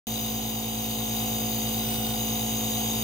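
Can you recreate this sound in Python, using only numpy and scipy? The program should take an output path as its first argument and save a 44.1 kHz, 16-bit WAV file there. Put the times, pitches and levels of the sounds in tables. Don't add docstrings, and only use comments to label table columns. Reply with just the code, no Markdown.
import sys
import numpy as np
from scipy import signal
from scipy.fft import rfft, irfft, next_fast_len
from scipy.io import wavfile
from scipy.ndimage import map_coordinates

SR = 44100
rng = np.random.default_rng(int(sys.argv[2]) if len(sys.argv) > 2 else 0)


def to_wav(sig):
    pcm = np.clip(np.atleast_2d(sig), -1, 1) * 32767
    pcm = np.round(pcm).astype(np.int16)
    wavfile.write(sys.argv[1], SR, pcm.T)


def level_to_linear(level):
    exponent = np.asarray(level, float) / 20
    return 10 ** exponent


N = 133623
TIME_S = np.arange(N) / SR
SHAFT_HZ = 55.477


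def unit(x):
    return x / np.sqrt(np.mean(x ** 2) + 1e-20)


def wobble(rate_hz):
    step = np.arange(0, N + 64, 64)
    knots = rng.standard_normal(int(N * rate_hz / SR) + 5)
    curve = map_coordinates(knots, [step * rate_hz / SR])
    return np.interp(np.arange(N), step, curve)


def filtered(x, response):
    m = next_fast_len(N + 8192)
    spectrum = rfft(x, m) * response(np.fft.rfftfreq(m, 1 / SR))
    return irfft(spectrum, m)[..., :N]


def peak(f, hz, width_hz):
    damping = 1j * f * width_hz
    return damping / (hz * hz - f * f + damping)


def sides(pan_db):
    return level_to_linear(np.array([[pan_db / 2], [-pan_db / 2]]))


def lag(f, seconds, hz, lead_rad):
    half_phase = np.pi * (f - hz) * seconds + lead_rad / 2
    return np.exp(1j * half_phase * np.array([[1], [-1]]))


def pair(alike):
    a, b = rng.standard_normal((2, N))
    u = np.arccos(np.clip(alike, -1, 1)) / 2
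    return np.array([np.cos(u) * a + np.sin(u) * b, np.cos(u) * a - np.sin(u) * b])


STROKE_S, SWAY_TURNS = 0.00402, 0.0013


def shaft_angle():
    return SHAFT_HZ * (TIME_S - STROKE_S) + SWAY_TURNS * wobble(12)


# (order [per turn], level [dB], left-right difference [dB])
ORDERS = [(1, -46, 2), (2, -43.5, 2), (3, -53, -7), (4, -35, -1.6), (5, -48, -5), (6, -58, -6.5),
          (7, -50, -7.5), (8, -57.5, -8), (9, -47.5, 5.5), (10, -71, -7), (11, -70, -28), (12, -58.5, 16),
          (13, -46, 0), (14, -65.5, -17), (15, -55, 14), (17, -83, -5), (18, -83, -4), (19, -62.5, -12.5),
          (20, -69.5, -9)]
CRANK_ORDERS = (1, 2, 7, 12, 15)
CRANK_LEAD_TURNS = 0.065
ORDER_UNSTEADY_DB = 0.32


def drone(angle):
    total = np.zeros((2, N))
    for order, db, pan_db in ORDERS:
        lead = CRANK_LEAD_TURNS * (order in CRANK_ORDERS)
        level = level_to_linear(db + ORDER_UNSTEADY_DB * wobble(6.62)) * sides(pan_db)
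        total -= level * np.cos(2 * np.pi * order * (angle + lead))
    return np.sqrt(2) * total


def mains_hum():
    hum_hz, crest_s = 120.07, 0.0001
    wave = np.cos(2 * np.pi * hum_hz * (TIME_S - crest_s))
    return np.sqrt(2) * level_to_linear(-42.5) * sides(-2.5) * wave


# (frequency [Hz], width [Hz], level [dB])
VALVE_MODES = [(2080, 335, 2.5), (2375, 160, 2.5), (2970, 340, 8), (3170, 170, 6)]
TICK_S, TICK_JITTER_S = 0.0134, 0.00001
TICK_DB, TICK_SCATTER_DB = -48, 0.5


def valve():
    turn = np.arange(int(N / SR * SHAFT_HZ))
    chance = rng.standard_normal((len(turn), 2))
    hit_s = TICK_S + turn / SHAFT_HZ + TICK_JITTER_S * chance[:, 0]
    at = np.round(hit_s * SR).astype(int)
    hits = np.bincount(at, level_to_linear(TICK_SCATTER_DB * chance[:, 1]), N)[:N]

    def ring(f):
        modes = sum((-1) ** i * level_to_linear(db) * peak(f, hz, width_hz)
                    for i, (hz, width_hz, db) in enumerate(VALVE_MODES))
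        return modes * lag(f, 0.00034, 2960, 0.41)

    return level_to_linear(TICK_DB) * unit(filtered(hits, ring))


# (time [s], tilt [1 = full])
CUP_TILT = [
    (.1, 0.),
    (1., 0.),
    (1.78, 0.),
    (1.87, 1),
    (2.1, .9),
    (2.22, -.2),
    (2.6, -.2),
    (3., -.2),
]


def cup_tilt(time_s):
    return np.interp(time_s, *np.transpose(CUP_TILT))


def resonant_noise(modes, angle, alike, lag_s, slow_db, fast_db):
    out = np.zeros((2, N))
    tilt = cup_tilt(TIME_S)
    for hz, width_hz, db, pan_db, pulsing, lead_rad, tilt_db in modes:
        def response(f):
            return peak(f, hz, 1.71 * width_hz) ** 2 * lag(f, lag_s, hz, lead_rad)

        band = unit(filtered(pair(alike), response))
        beat = np.sqrt(1 + np.clip(pulsing, -1, 1) * np.cos(2 * np.pi * angle))
        level_db = db + tilt_db * tilt + slow_db * wobble(3.52) + fast_db * wobble(24.87)
        out += level_to_linear(level_db) * sides(pan_db) * beat * band
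    return out


# (frequency [Hz], width [Hz], level [dB], left-right difference [dB],
# pulsing [share of power], left lead [rad], change with tilt [dB])
CASE_MODES = [(55.5, 13, -63, 11, .1, .01, 6), (90.7, 6.7, -61, 8, 0.033, .2, -2),
              (140, 5.8, -58.5, -10.5, 0, .01, 9.5), (227.5, 38, -54, 7, 0.33, .1, 3),
              (327.5, 52, -53.5, 6.5, 0.25, .8, 3.5), (462.5, 38, -52, -7, 0.17, 1.3, -1.5),
              (559, 50, -56, 4, 0.29, 1.9, 0.5), (754, 34, -50.5, 10.5, 0.18, 0.55, -0.5),
              (850, 116, -57.5, 0, .2, .01, -1), (1055, 200, -57.5, -12.5, 0.24, 3, -0.5),
              (1450, 74, -65, 0, .2, 0.79, 8)]


def case_rattle(angle):
    return resonant_noise(CASE_MODES, angle, alike=0.83, lag_s=0.00027, slow_db=0.3, fast_db=-1.1)


# (frequency [Hz], width [Hz], level [dB], left-right difference [dB],
# pulsing [share of power], left lead [rad], change with tilt [dB])
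CUP_MODES = [(2450, 380, -53, 2, -0.84, 2.27, -1), (3010, 400, -44.5, -6.5, -0.69, 1.62, 1.5),
             (3660, 245, -45, 3.5, 1, -1.1, 0.5), (3890, 180, -45, 10, 0.97, -8.5, -1),
             (4824, 138, -48, -1, 0.32, -1.43, -0.5), (6072, 440, -48.5, 0.5, -0.11, 1.8, 5.5),
             (6540, 490, -40.5, 3.5, -.25, 0.87, -2.5), (7840, 95, -58.5, -7.5, 0.97, -1.5, 8),
             (8390, 130, -56, -6.5, 0.82, -2.85, 6), (9230, 360, -62, -11, 0.18, .1, 10.5),
             (4520, 130, -58.5, -11, -0.1, -.2, -3), (9887, 520, -48.5, -10, 0.21, -1.7, -3),
             (11890, 420, -47, 3, 0.5, 1.2, 0.5), (13140, 210, -43, 0, 0.29, 2.4, 0.),
             (13800, 450, -47.5, 13.5, .2, 1.5, 0.), (14650, 240, -38.5, 2.5, .25, 1.5, -3),
             (15400, 700, -41.5, 0, .2, 2, 3)]


def cup_jet(angle):
    return resonant_noise(CUP_MODES, angle - 0.56, alike=0.98, lag_s=0.00036, slow_db=0.3, fast_db=0.24)


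# (frequency [Hz], density [dB per Hz])
SPRAY_SPECTRUM = [(40, -34), (150, -9), (900, 3), (1600, -9.5), (5000, -5.5), (9000, -1.5), (12500, -17),
                  (15500, -7)]


def spray():
    hz, db = np.transpose(SPRAY_SPECTRUM)

    def response(f):
        return level_to_linear(np.interp(np.log(f + 1), np.log(hz), db))

    return level_to_linear(-41) * unit(filtered(pair(0.36), response))


# (frequency [Hz], width [Hz], depth [dB])
GAPS_IN_JET = [(3510, 70, 6), (3990, 160, 10), (4290, 230, 17), (5130, 150, 5), (5500, 300, 16),
               (6170, 90, 7), (7400, 450, 14), (8000, 200, 7), (8800, 330, 13), (9550, 200, 8),
               (10850, 350, 11), (12400, 550, 4), (13550, 200, 4)]
GAP_DRIFT, GAP_FLICKER = 0.01, 0.72
SHADE_HZ, SHADE_WIDTH_HZ, SHADE_DB = 6600, 700, 7


def cancelled(x):
    f, t, z = signal.stft(x, SR, nperseg=1024)
    f = f[:, None]
    at = np.minimum((t * SR).astype(int), N - 1)
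    shade = np.exp(-(2 * (f - SHADE_HZ) / SHADE_WIDTH_HZ) ** 2)
    cut_db = SHADE_DB * cup_tilt(t) * shade
    for hz, width_hz, db in GAPS_IN_JET:
        depth_db = db * np.clip(1 + GAP_FLICKER * wobble(13)[at], 0, 3)
        centre_hz = hz * (1 + GAP_DRIFT * wobble(4.9)[at])
        cut_db = cut_db + depth_db * np.exp(-(2 * (f - centre_hz) / width_hz) ** 2)
    return signal.istft(z * level_to_linear(-cut_db), SR, nperseg=1024)[1][:, :N]


ROOM_DB, ROOM_T60_S = -9.5, 0.092


def room(x):
    t = np.arange(SR // 8) / SR
    tail = rng.standard_normal((2, len(t))) * level_to_linear(-60 * t / ROOM_T60_S) * (t > 0.002)
    tail = tail / np.linalg.norm(tail[0])
    return x + level_to_linear(ROOM_DB) * signal.fftconvolve(x, tail, axes=1)[:, :N]


def scene():
    angle = shaft_angle()
    motor = drone(angle) + mains_hum() + case_rattle(angle) + valve()
    jet = room(cancelled(cup_jet(angle) + spray()))
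    return motor + level_to_linear(0.28 * wobble(4.27)) * jet


def roll_off(x):
    return signal.sosfilt(signal.butter(12, 16300, fs=SR, output="sos"), x)


# (time [s], level [dB])
RECORDER_GAIN = [
    (0.1, -36),
    (0.76, -36.5),
    (1.25, -34),
    (3.0, -34),
]
START_S, RISE_S, TOP_HZ = 0.0689, 0.00092, 15760


def record(dry):
    s, db = np.transpose(RECORDER_GAIN)
    opening = np.clip((TIME_S - START_S) / RISE_S, 0, 1)
    gain = level_to_linear(np.interp(TIME_S, s, db - db.mean())) * opening
    return roll_off(filtered(dry, lambda f: f < TOP_HZ) * gain)


dry = scene()
out = record(dry)
to_wav(out)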